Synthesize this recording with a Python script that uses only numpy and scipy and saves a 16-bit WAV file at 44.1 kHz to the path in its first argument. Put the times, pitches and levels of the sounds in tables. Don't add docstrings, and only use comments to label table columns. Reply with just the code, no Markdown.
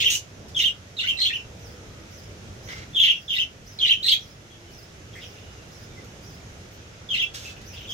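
import sys
import numpy as np
from scipy import signal
from scipy.fft import rfft, irfft, next_fast_len
from scipy.io import wavfile
from scipy.ndimage import uniform_filter1d, map_coordinates

SR = 44100
rng = np.random.default_rng(int(sys.argv[2]) if len(sys.argv) > 2 else 0)


def master_out(mix):
    frames = np.transpose(np.atleast_2d(mix))
    ceiling = np.clip(frames, -1, 1)
    pcm = np.round(ceiling * 32767).astype(np.int16)
    wavfile.write(sys.argv[1], SR, pcm)


def how_loud(loudness_db):
    steps = np.asarray(loudness_db, float) / 20
    return 10 ** steps


N = 349713

# [t/s from just past its first crest, share of top pitch, level/dB]
PEEP_SHAPE = [
    (-.065, 0.59, -7.5),
    (-.02, 0.994, 3),
    (0, 0.93, 0.5),
    (0.043, .75, -1),
    (0.058, .82, -7),
    (.075, .9, 1.5),
    (0.11, 0.8, -19),
]


def evened(x):
    return x / np.sqrt(np.mean(x ** 2) + 1e-20)


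def read(points, hz):
    f, value = np.transpose(points)
    return np.interp(np.log(hz + 1), np.log(f + 1), value)


def add(mix, s, sound):
    part = mix[max(round(s * SR), 0):][:len(sound)]
    part += sound[:len(part)]


def coloured(x, gain):
    size = next_fast_len(len(x))
    return irfft(rfft(x, size) * gain(np.fft.rfftfreq(size, 1 / SR)), size)[:len(x)]


def wobble(size, rate_hz):
    noise = rng.standard_normal(size + 2000)
    return evened(coloured(noise, lambda f: np.exp(-(f / rate_hz) ** 2)))[:size]


def beak_air(size):
    # [f/Hz, level/dB per Hz]
    air_spectrum = [(2650, -49), (4500, -13), (4770, 6.5), (5990, 3.5), (7450, -6.5), (10800, -18),
                    (13000, -6.5), (16000, -10.5)]
    lump_hz, lumps_db = np.linspace(0, SR / 2.6, 14), 7 * rng.standard_normal(14)
    noise = rng.standard_normal(size)
    return evened(coloured(noise, lambda f: how_loud(read(air_spectrum, f) + np.interp(f, lump_hz, lumps_db))))


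def glide(length, start_hz, end_hz, db, buzz, breath_db=0):
    overtones_db = [-23, -38, -43, -39.5]
    low_voice_hz, throb_hz, throb_depth = 2050, 215.96, 0.6
    windpipe_hz, beak_top_hz = 1660, 4513
    size, buzz = round(max(length, .004) * SR), np.clip(buzz, 0, 1)

    shake = (.003 + .055 * buzz ** 1.7) * wobble(size, 300)
    hz = np.linspace(start_hz, end_hz, size) * (1 + shake)
    turns = 2 * np.pi * (np.cumsum(hz) / SR + rng.random())
    sag = np.linspace(1.12, .95, size)
    low_hz = low_voice_hz * (sag + 0.0547 * wobble(size, 79))

    beats = 2 * np.pi * np.cumsum(hz - low_hz) / SR
    flutter = (.1 + .7 * buzz ** 1.7) * wobble(size, 700)
    chop = 1 + buzz ** 1.4 * (0.5 * np.cos(beats) + 0.85 * np.cos(beats / 2)) + flutter

    throb_turns = np.cumsum(throb_hz * (1 + 0.296 * wobble(size, 59.1))) / SR + rng.random()
    pulse = 1 + throb_depth * min(buzz / .06, 1) * np.cos(2 * np.pi * throb_turns)

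    overtones = sum(how_loud(d + breath_db) * np.cos(k * turns) for k, d in enumerate(overtones_db, 2))
    air = beak_air(size) * how_loud(-26 + breath_db + 10.23 * buzz)

    t = np.arange(size) / SR
    ramp = np.clip(np.minimum(t / 0.00469, (t[-1] - t) / 0.00446), 0, 1)
    swell = np.sin(np.pi / 2 * ramp) ** 2
    low_edge_hz = min(windpipe_hz, 0.906 * min(start_hz, end_hz))
    top_hz = max(beak_top_hz, 1.1 * max(start_hz, end_hz))
    voice = coloured(np.cos(turns) * chop * pulse,
                     lambda f: 1 / (1 + (low_edge_hz / (f + 1)) ** 14) / (1 + (f / top_hz) ** 16))
    return how_loud(db) * (evened(voice) + (overtones + air) * pulse) * swell


def syllable(shape, s, length, hz, db, buzz):
    overlap_s = .002
    starts = s + length * np.cumsum([0] + [row[0] for row in shape])
    return [(at, share * length + overlap_s, a * hz, b * hz, db + d, buzz * z)
            for at, (share, a, b, d, z) in zip(starts, shape)]


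def chirps():
    # [share of length, start share of pitch, end share of pitch, level/dB, buzz 0-1]
    fall = [
        (.24, 1.06, 0.9105, -6.5, .03),
        (0.52, .96, .89, 1.5, 0.12),
        (.3, .89, .8, 2.5, 0.423),
    ]
    buzz = [
        (.5, 0.95, 1.08, 0.0013, 0.897),
        (.6, 1.06, 1.16, 0, 0.873),
    ]
    arch = [
        (.28, .82, .94, 2, 0.16),
        (.36, .95, 0.974, 3.5, 0.056),
        (.36, .97, .83, -.5, 0.347),
    ]
    # [t/s, length/s, pitch/Hz, level/dB, share of the buzz]
    falls = [
        (0.545, 0.0573, 3482, -26, 1),
        (0.969, 0.0369, 3960, -32, 1.4),
        (2.945, 0.053, 3504, -23, 0.6),
        (2.983, 0.0616, 3571, -16, 1.37),
        (3.278, 0.0629, 3451, -26, 1.02),
        (3.794, .06, 3450, -20.5, 0.61),
        (7.087, 0.0555, 3453, -29, 0.52),
        (7.872, 0.068, 3494, -37, .8),
    ]
    buzzes = [
        (.004, 0.0287, 3289, -25, 1.007),
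        (.1, 0.0224, 3442, -27, 0.99),
        (.604, 0.0282, 3319, -26.5, 0.96),
        (3.04, 0.02745, 3004, -17.5, 0.862),
        (3.346, 0.028, 3352, -26.5, 1.106),
        (3.856, 0.0284, 3396, -22, 0.86),
        (7.155, 0.0225, 3318, -32.5, 1.05),
    ]
    arches = [
        (.04, 0.049, 3261, -22, 2),
        (.636, 0.0507, 3341, -22, 0.98),
        (1.07, 0.043, 3245, -24, 1.03),
        (1.326, 0.0472, 3109, -30.5, 0.39),
        (3.075, 0.0455, 3389, -19.5, 0.72),
        (3.381, 0.048, 3219, -22, 0.55),
        (3.89, 0.0488, 3261, -18, 0.9),
        (7.178, 0.0536, 3404, -28.5, 1.16),
    ]
    return [note for shape, rows in ((fall, falls), (buzz, buzzes), (arch, arches))
            for row in rows for note in syllable(shape, *row)]


def loose_notes():
    # [t/s, length/s, start f/Hz, end f/Hz, level/dB]
    side_notes = [(0.0, 0.008, 3120, 3150, -19), (0.0, 0.0327, 2800, 2666, -30.5),
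                  (0.098, 0.022, 2800, 2912, -30), (.12, .028, 3050, 2800, -30),
                  (.05, .014, 3200, 3200, -23), (.588, 0.0204, 3305, 2800, -23),
                  (0.609, 0.0315, 3700, 3757, -29.5), (0.966, 0.0103, 3805, 4273, -34.5),
                  (1.002, 0.0247, 4273, 3376, -32), (1.184, 0.0123, 1993, 2000, -36.5),
                  (3.786, 0.0082, 4460, 3800, -30.5), (1.029, 0.0113, 3924, 3294, -33.5),
                  (1.027, 0.0281, 2961, 2980, -30.5), (1.014, 0.0247, 2410, 1881, -37),
                  (1.053, 0.0237, 1954, 2426, -33.5), (1.276, 0.05, 2890, 2308, -38),
                  (3.025, 0.0208, 3168, 2741, -23), (3.049, 0.0243, 3220, 3329, -26.5),
                  (3.067, 0.0284, 3013, 2642, -22), (4.036, 0.0152, 2933, 2203, -41.5),
                  (4.101, 0.059, 2900, 2410, -34.5), (7.14, 0.0192, 2955, 2546, -26.5),
                  (7.141, 0.0157, 4330, 4080, -37.5), (3.41, 0.0277, 2901, 2800, -33.5)]
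    # [t/s, length/s, start f/Hz, end f/Hz, level/dB]
    flourish_notes = [(1.168, 0.013, 3628, 4317, -32.5), (1.182, 0.018, 4050, 3760, -30),
                      (1.199, 0.03573, 4156, 4249, -24), (1.213, 0.0165, 2800, 4184, -25),
                      (1.222, .026, 2945, 3423, -30), (1.235, .022, 4315, 3984, -27),
                      (1.248, .03, 2982, 3531, -21.5), (1.277, 0.0217, 3483, 3496, -31.5),
                      (1.19, 0.014, 4953, 4880, -42), (4.026, 0.015, 3395, 4460, -25.5),
                      (4.04, 0.012, 4326, 3640, -21), (4.052, 0.028, 3690, 3746, -27.5),
                      (4.06, 0.02, 4176, 4230, -18.5), (4.079, 0.0258, 2670, 3265, -24.5),
                      (4.082, 0.016, 3151, 4760, -14), (4.099, 0.0093, 4332, 3590, -28.5),
                      (4.105, .018, 3970, 3810, -17.5), (4.113, 0.027, 3372, 3232, -15),
                      (4.137, .012, 3365, 4265, -34.5), (4.147, 0.018, 3413, 3360, -26.5)]
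    # [t/s, length/s, start f/Hz, end f/Hz, level/dB]
    low_notes = [
        (0.597, .016, 2167, 1963, -39.5),
        (0.622, 0.024, 2050, 1850, -43),
        (3.029, 0.013, 2198, 2003, -34.5),
        (3.066, .022, 2050, 1933, -34.5),
        (3.339, 0.014, 2300, 2050, -43),
        (3.356, .02, 2002, 1933, -37.5),
        (3.856, 0.012, 2050, 2003, -31),
        (3.881, 0.0157, 2050, 1923, -35),
        (7.144, 0.0098, 2160, 2050, -33.5),
        (7.177, .022, 2110, 1960, -43),
    ]
    # [t/s, length/s, start f/Hz, end f/Hz, level/dB]
    clear_notes = [(.034, 0.0111, 2000, 2004, -32.5), (.065, .033, 2820, 2729, -24.5),
                   (.148, 0.014, 2950, 2860, -23), (.69, 0.0217, 2909, 2800, -34.5),
                   (0.989, 0.0188, 2797, 2868, -25), (1.012, 0.0116, 2790, 2800, -30.5),
                   (1.038, 0.0127, 1488, 1542, -37), (1.058, 0.0118, 4330, 4310, -40.5),
                   (1.095, .03, 2800, 2681, -36), (1.128, .035, 2703, 2697, -39),
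                   (1.299, 0.0161, 1845, 1860, -33), (1.355, 0.0211, 2753, 2643, -35.5),
                   (1.385, 0.0295, 2724, 2703, -41), (3.099, 0.0218, 2863, 2701, -19.5),
                   (3.118, 0.0179, 3235, 3245, -31), (3.125, 0.0228, 2755, 2693, -32.5),
                   (3.152, 0.0307, 2772, 2747, -35.5), (3.152, 0.0277, 3270, 3264, -37.5),
                   (3.921, 0.014, 2896, 2817, -21), (3.95, 0.0128, 3042, 2916, -33),
                   (3.966, 0.0128, 3066, 3108, -30.5), (3.99, 0.0254, 3098, 3079, -39),
                   (4.043, 0.0202, 1947, 1850, -39), (2.685, .03, 2030, 1990, -46),
                   (2.718, .025, 2050, 2020, -52), (2.76, .025, 2050, 2000, -55),
                   (2.93, .016, 3500, 3500, -48), (7.213, 0.0255, 2754, 2659, -26),
                   (7.234, 0.0237, 2716, 2729, -40), (7.225, .02, 3400, 3265, -36),
                   (7.26, .018, 3273, 3360, -41)]
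    groups = ((side_notes, .491), (flourish_notes, .3), (low_notes, .2), (clear_notes, .13))
    return [(*row, buzz) for rows, buzz in groups for row in rows]


def rasp(length, db, throat_hz, throat_db, tilt_db):
    # [f/Hz, level/dB per Hz]
    rasp_spectrum = [(700, -34.5), (1000, -9), (1400, 5), (1900, 1), (3400, 4.5), (4500, 0), (6600, 0.5),
                     (8500, -12.5), (11000, -16), (13500, -16), (16000, -24.5)]
    size = round(max(length, .003) * SR)
    clicks = rng.standard_normal(size) * (1 + .5 * wobble(size, 430))
    broad = evened(coloured(clicks, lambda f: how_loud(read(rasp_spectrum, f) + tilt_db * np.log2((f + 1) / 4000))))
    ring = evened(coloured(clicks, lambda f: 1 / (1 + ((f - throat_hz) / (.06 * throat_hz)) ** 2)))
    u = np.linspace(0, 1, size)
    swell = np.minimum(u / 0.017, 1) * np.cos(np.pi / 2 * u ** 1.9)
    return how_loud(db) * (broad + how_loud(throat_db) * ring) * swell


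def rasps_and_ticks():
    # [t/s, length/s, level/dB, throat f/Hz, throat level/dB]
    swishes = [
        (0.098, 0.0863, -31.5, 6526, -1),
        (0.483, 0.0184, -50, 4540, -20),
        (0.577, 0.045, -45, 5900, 4),
        (2.684, 0.066, -43, 2039, -6),
        (2.675, .008, -50, 2000, 0),
        (6.715, .055, -70, 14000, 0),
        (2.755, 0.059, -46.5, 2084, -11),
        (2.816, 0.03, -50, 2027, -4),
        (7.34, 0.0395, -40.5, 3360, -19.5),
        (7.362, 0.188, -47, 3550, -17),
    ]
    # [t/s, level/dB, ring f/Hz, ring level/dB]
    ticks = [
        (6.043, -58, 13000, -13),
        (7.61, -52, 11060, -20),
    ]
    out = np.zeros(N)
    for s, length, db, hz, throat_db in swishes:
        tilt_db = 7 * np.log2(hz / 2800)
        add(out, s, rasp(length, db, hz, throat_db, tilt_db))
    for s, *tick in ticks:
        add(out, s, rasp(0.0138, *tick, tilt_db=2))
    return out


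def walls(x, stretch, gap_s):
    # [f/Hz, t60/s]
    decay = [(1000, 0.093), (2000, 0.157), (3000, 0.1406), (4200, 0.1917), (6000, 0.1756), (15000, 0.1164)]
    taps = np.zeros((2, SR // 2))
    at = np.arange(round(gap_s * SR), SR // 2 - 20, 20)
    at = at + rng.integers(0, 20, (2, len(at)))
    np.put_along_axis(taps, at, rng.choice([-1., 1.], at.shape), 1)
    hz, t, z = signal.stft(taps, SR, nperseg=128)
    fade = how_loud(-60 * t / (stretch * read(decay, hz))[:, None])
    tail = signal.istft(z * fade, SR, nperseg=128)[1]
    echoes = signal.fftconvolve(x[None], tail / np.linalg.norm(tail[0]), axes=1)[:, :N]
    wander = np.arange(N) + 5e-5 * SR * wobble(N, 45)
    return np.array([map_coordinates(ear, [wander], order=2) for ear in echoes])


def flock():
    # [from t/s, breath/dB]
    turns = [
        (-.1, 3.5),
        (.4, 0.5),
        (.85, -0.5),
        (1.15, 0),
        (2.5, -4),
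        (3.24, -0.5),
        (3.6, -3.5),
        (3.99, 1),
        (6.5, -0.5),
        (7.6, 10),
    ]
    perches = np.zeros((3, N))
    for s, *note in loose_notes() + chirps():
        turn = np.searchsorted(np.transpose(turns)[0], s) - 1
        add(perches[turn % len(perches)], s, glide(*note, turns[turn][1]))
    perches[1] += rasps_and_ticks()
    out = how_loud(-18.0) * walls(perches.sum(0), 1.7, 0.011)
    for voice, lag in zip(perches, (16, -14, -12)):
        out += how_loud(-3.2) * np.array([voice, np.roll(voice, lag)])
        out += how_loud(-1.8) * walls(voice, 0.916, 0.001007)
    return out


def wash():
    # [f/Hz, level/dB per Hz]
    rumble_spectrum = [(12, -31), (20, -11.5), (49, -38), (86, 1.5), (145, -8.5), (183, -3.5), (231, -12),
                       (409, -10.5), (592, -13), (1100, -22.5), (1430, -58), (2420, -120)]
    hiss_spectrum = [(530, -34), (900, -96.5), (1120, -6), (1410, -2.5), (1750, -4), (2760, -5.5),
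                     (3590, -7.5), (4500, -11.5), (5200, -8.5), (6600, -8), (7400, -16.5), (9000, -21.5),
                     (12900, -25), (15800, -34.5)]
    # [f/Hz, likeness -1 to 1]
    likeness = [(60, 0.937), (180, 0.984), (550, 0.483), (1650, -0.286), (4970, 0.126), (15000, -0.19)]
    # [t/s, level/dB]
    traffic = [(0, 4), (.3, 2), (.45, 7.5), (.6, 1.5), (1.3, 1), (1.5, 3.5), (2.098, 1.5), (2.7, 4), (3, 2),
               (4.5, 1.5), (5.5, 1.5), (6.2, 2.5), (7, 1), (7.93, 2.5)]
    frames, hz = N // 256 + 5, np.fft.rfftfreq(1024, 1 / SR)
    t = np.arange(frames) * 256 / SR
    a, b, c, d, patches = rng.standard_normal((frames, 513, 5)).T
    patches = evened(uniform_filter1d(uniform_filter1d(patches, 10, 0), 16, 1))
    same, left = np.clip(read(likeness, hz), -1, 1)[:, None], a + 1j * b
    z = np.array([left, same * left + np.sqrt(1 - same ** 2) * (c + 1j * d)])
    swell_db = np.interp(t, *np.transpose(traffic))
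    dimmed_db = -3 * np.outer(1 / (1 + (8500 / (hz + 1)) ** 8), t > 6.77)
    rumble = how_loud(read(rumble_spectrum, hz)[:, None] + swell_db)
    hiss = how_loud(read(hiss_spectrum, hz)[:, None] - 20.5 + 7.5 + dimmed_db)
    z *= np.hypot(rumble, hiss) * how_loud(0.816 * patches)
    return how_loud(-47) * evened(signal.istft(z, nperseg=1024, noverlap=768)[1][:, :N])


def town():
    # [t/s, length/s, f/Hz, level/dB]
    street_tones = [
        (0.0, 0.122, 476.6, -47.5),
        (1.4, 0.53, 480, -56),
        (1.59, 0.61, 1251, -64),
        (1.953, 0.14, 334.2, -51.5),
        (4.34, 0.558, 341.4, -54.5),
    ]
    hum_turns = np.cumsum(99.5 * (1 + 0.02835 * wobble(N, 5.65))) / SR
    hum = np.cos(2 * np.pi * hum_turns) * (1 + 0.12 * wobble(N, 5.8))
    drones = np.zeros(N)
    for s, length, hz, db in street_tones:
        size = round(length * SR)
        turns = np.cumsum(hz * (1 + 0.0231 * wobble(size, 27))) / SR
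        add(drones, s, how_loud(db) * np.cos(2 * np.pi * turns) * np.hanning(size))
    return wash() + how_loud(-57.5) * hum + drones


def wings():
    # [t/s, peak level/dB]
    flaps = [(0.388, -38), (0.413, -38), (0.434, -39), (0.465, -30), (0.486, -39), (1.447, -21),
             (1.496, -22), (2.608, -35), (2.623, -42), (2.651, -23), (2.67, -42)]
    out, t = np.zeros(N), np.arange(900) / SR
    for s, db in flaps:
        add(out, s, how_loud(db - 14.5) * np.sin(2 * np.pi * 90 * t) * np.hanning(len(t)))
    return out


def peep(db, top_hz):
    partials_db = [4.5, -9, -2.5]
    s, share, swell_db = np.transpose(PEEP_SHAPE)
    t = np.arange(s[0], s[-1], 1 / SR)
    hz = top_hz * np.interp(t, s, share) * (1 + .022 * wobble(len(t), 250))
    turns = np.cumsum(hz) / SR
    tone = sum(how_loud(d) * np.cos(2 * np.pi * k * turns) for k, d in enumerate(partials_db, 1))
    level_db = db + np.interp(t, s, swell_db) + 2.9 * wobble(len(t), 90)
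    return how_loud(level_db) * tone * signal.windows.tukey(len(t), .2)


def chick():
    # [t/s just past the first crest, level/dB, top f/Hz]
    peeps = [(1.64, -60, 6128), (2.158, -59.5, 6190), (2.678, -58, 6304), (3.192, -59.5, 6070),
             (3.701, -57.5, 6170), (4.230, -59, 6023), (4.759, -59.5, 6050), (5.255, -60, 6072),
             (5.755, -60, 5935), (6.275, -61, 5966), (6.758, -91, 5690), (7.700, -57.5, 6268)]
    voice = np.zeros(N)
    for s, *row in peeps:
        add(voice, s + PEEP_SHAPE[0][0], peep(*row))
    return how_loud(-7) * voice + how_loud(-1.5) * walls(voice, 1.4, 0.000973)


def far_birds():
    # [t/s, length/s, start f/Hz, end f/Hz, level/dB]
    whistles = [(4.498, 0.0706, 3317, 3290, -60.5), (4.57, .03, 2200, 2150, -66),
                (4.635, 0.0385, 2260, 2080, -65.5), (4.668, .06, 3044, 2950, -62),
                (4.753, 0.096, 2728, 2700, -68), (5.21, 0.06, 2865, 2870, -54),
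                (5.2, 0.03, 3550, 3540, -57), (5.25, 0.198, 3551, 3540, -69.5),
                (5.9, 0.144, 3565, 3540, -69), (5.918, 0.028, 2392, 2250, -63),
                (5.958, 0.048, 2086, 2010, -58.5), (5.298, 0.089, 2925, 2900, -64),
                (5.407, 0.1135, 2922, 2890, -63), (5.569, 0.071, 2856, 2660, -65),
                (7.447, 0.0517, 2633, 2620, -46), (7.399, 0.035, 2680, 2630, -63),
                (7.69, 0.037, 2475, 2500, -61.5)]
    chatter = [(5.127, 0.025, 3230, 3217, -54), (5.214, 0.04, 3720, 2800, -47),
               (5.151, 0.027, 2050, 1742, -48.5), (5.163, .04, 2288, 1900, -50.5),
               (5.366, 0.035, 2750, 2800, -57.5), (7.49, 0.018, 3550, 3470, -52.5),
               (7.558, 0.031, 2690, 2600, -53.5), (7.729, 0.032, 2750, 2907, -49.5),
               (7.76, .03, 3441, 3340, -49), (7.774, 0.03, 2899, 3017, -52.5),
               (7.805, .018, 2952, 2878, -45.5), (7.825, 0.0405, 3213, 2878, -49.5)]
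    voice = np.zeros(N)
    for s, *note in whistles:
        add(voice, s, glide(*note, buzz=.12, breath_db=-15))
    for s, *note in chatter:
        add(voice, s, glide(*note, buzz=.7, breath_db=4.5))
    return how_loud(-1) * voice + walls(voice, 1.19, .004)


def scene():
    return flock() + town() + wings() + chick() + far_birds()


def band_limit(x):
    return signal.sosfilt(signal.butter(12, 15840, fs=SR, output="sos"), x)


def record(dry):
    # [f/Hz, left-right/dB]
    lean = [(60, -0.5), (240, -1.5), (950, -1.64), (3000, -0.5), (5500, -4), (9500, -2.5), (15000, -6.5)]
    ports = np.array([coloured(v, lambda f: how_loud(side * read(lean, f)) * (f < 15850))
                      for v, side in zip(dry, (.5, -.5))])
    power_db = 10 * np.log10(abs(uniform_filter1d((ports ** 2).mean(0), 2000)) + 1e-12)
    recovery_db = np.arange(N) * 6.24 / SR
    held_db = np.maximum.accumulate(power_db + recovery_db) - recovery_db
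    over_db = np.maximum(held_db + 25.0, 0)
    ducked = how_loud(3.5) * ports / how_loud(0.338 * uniform_filter1d(over_db, 800))
    return band_limit(ducked)


dry = scene()
out = record(dry)
master_out(out)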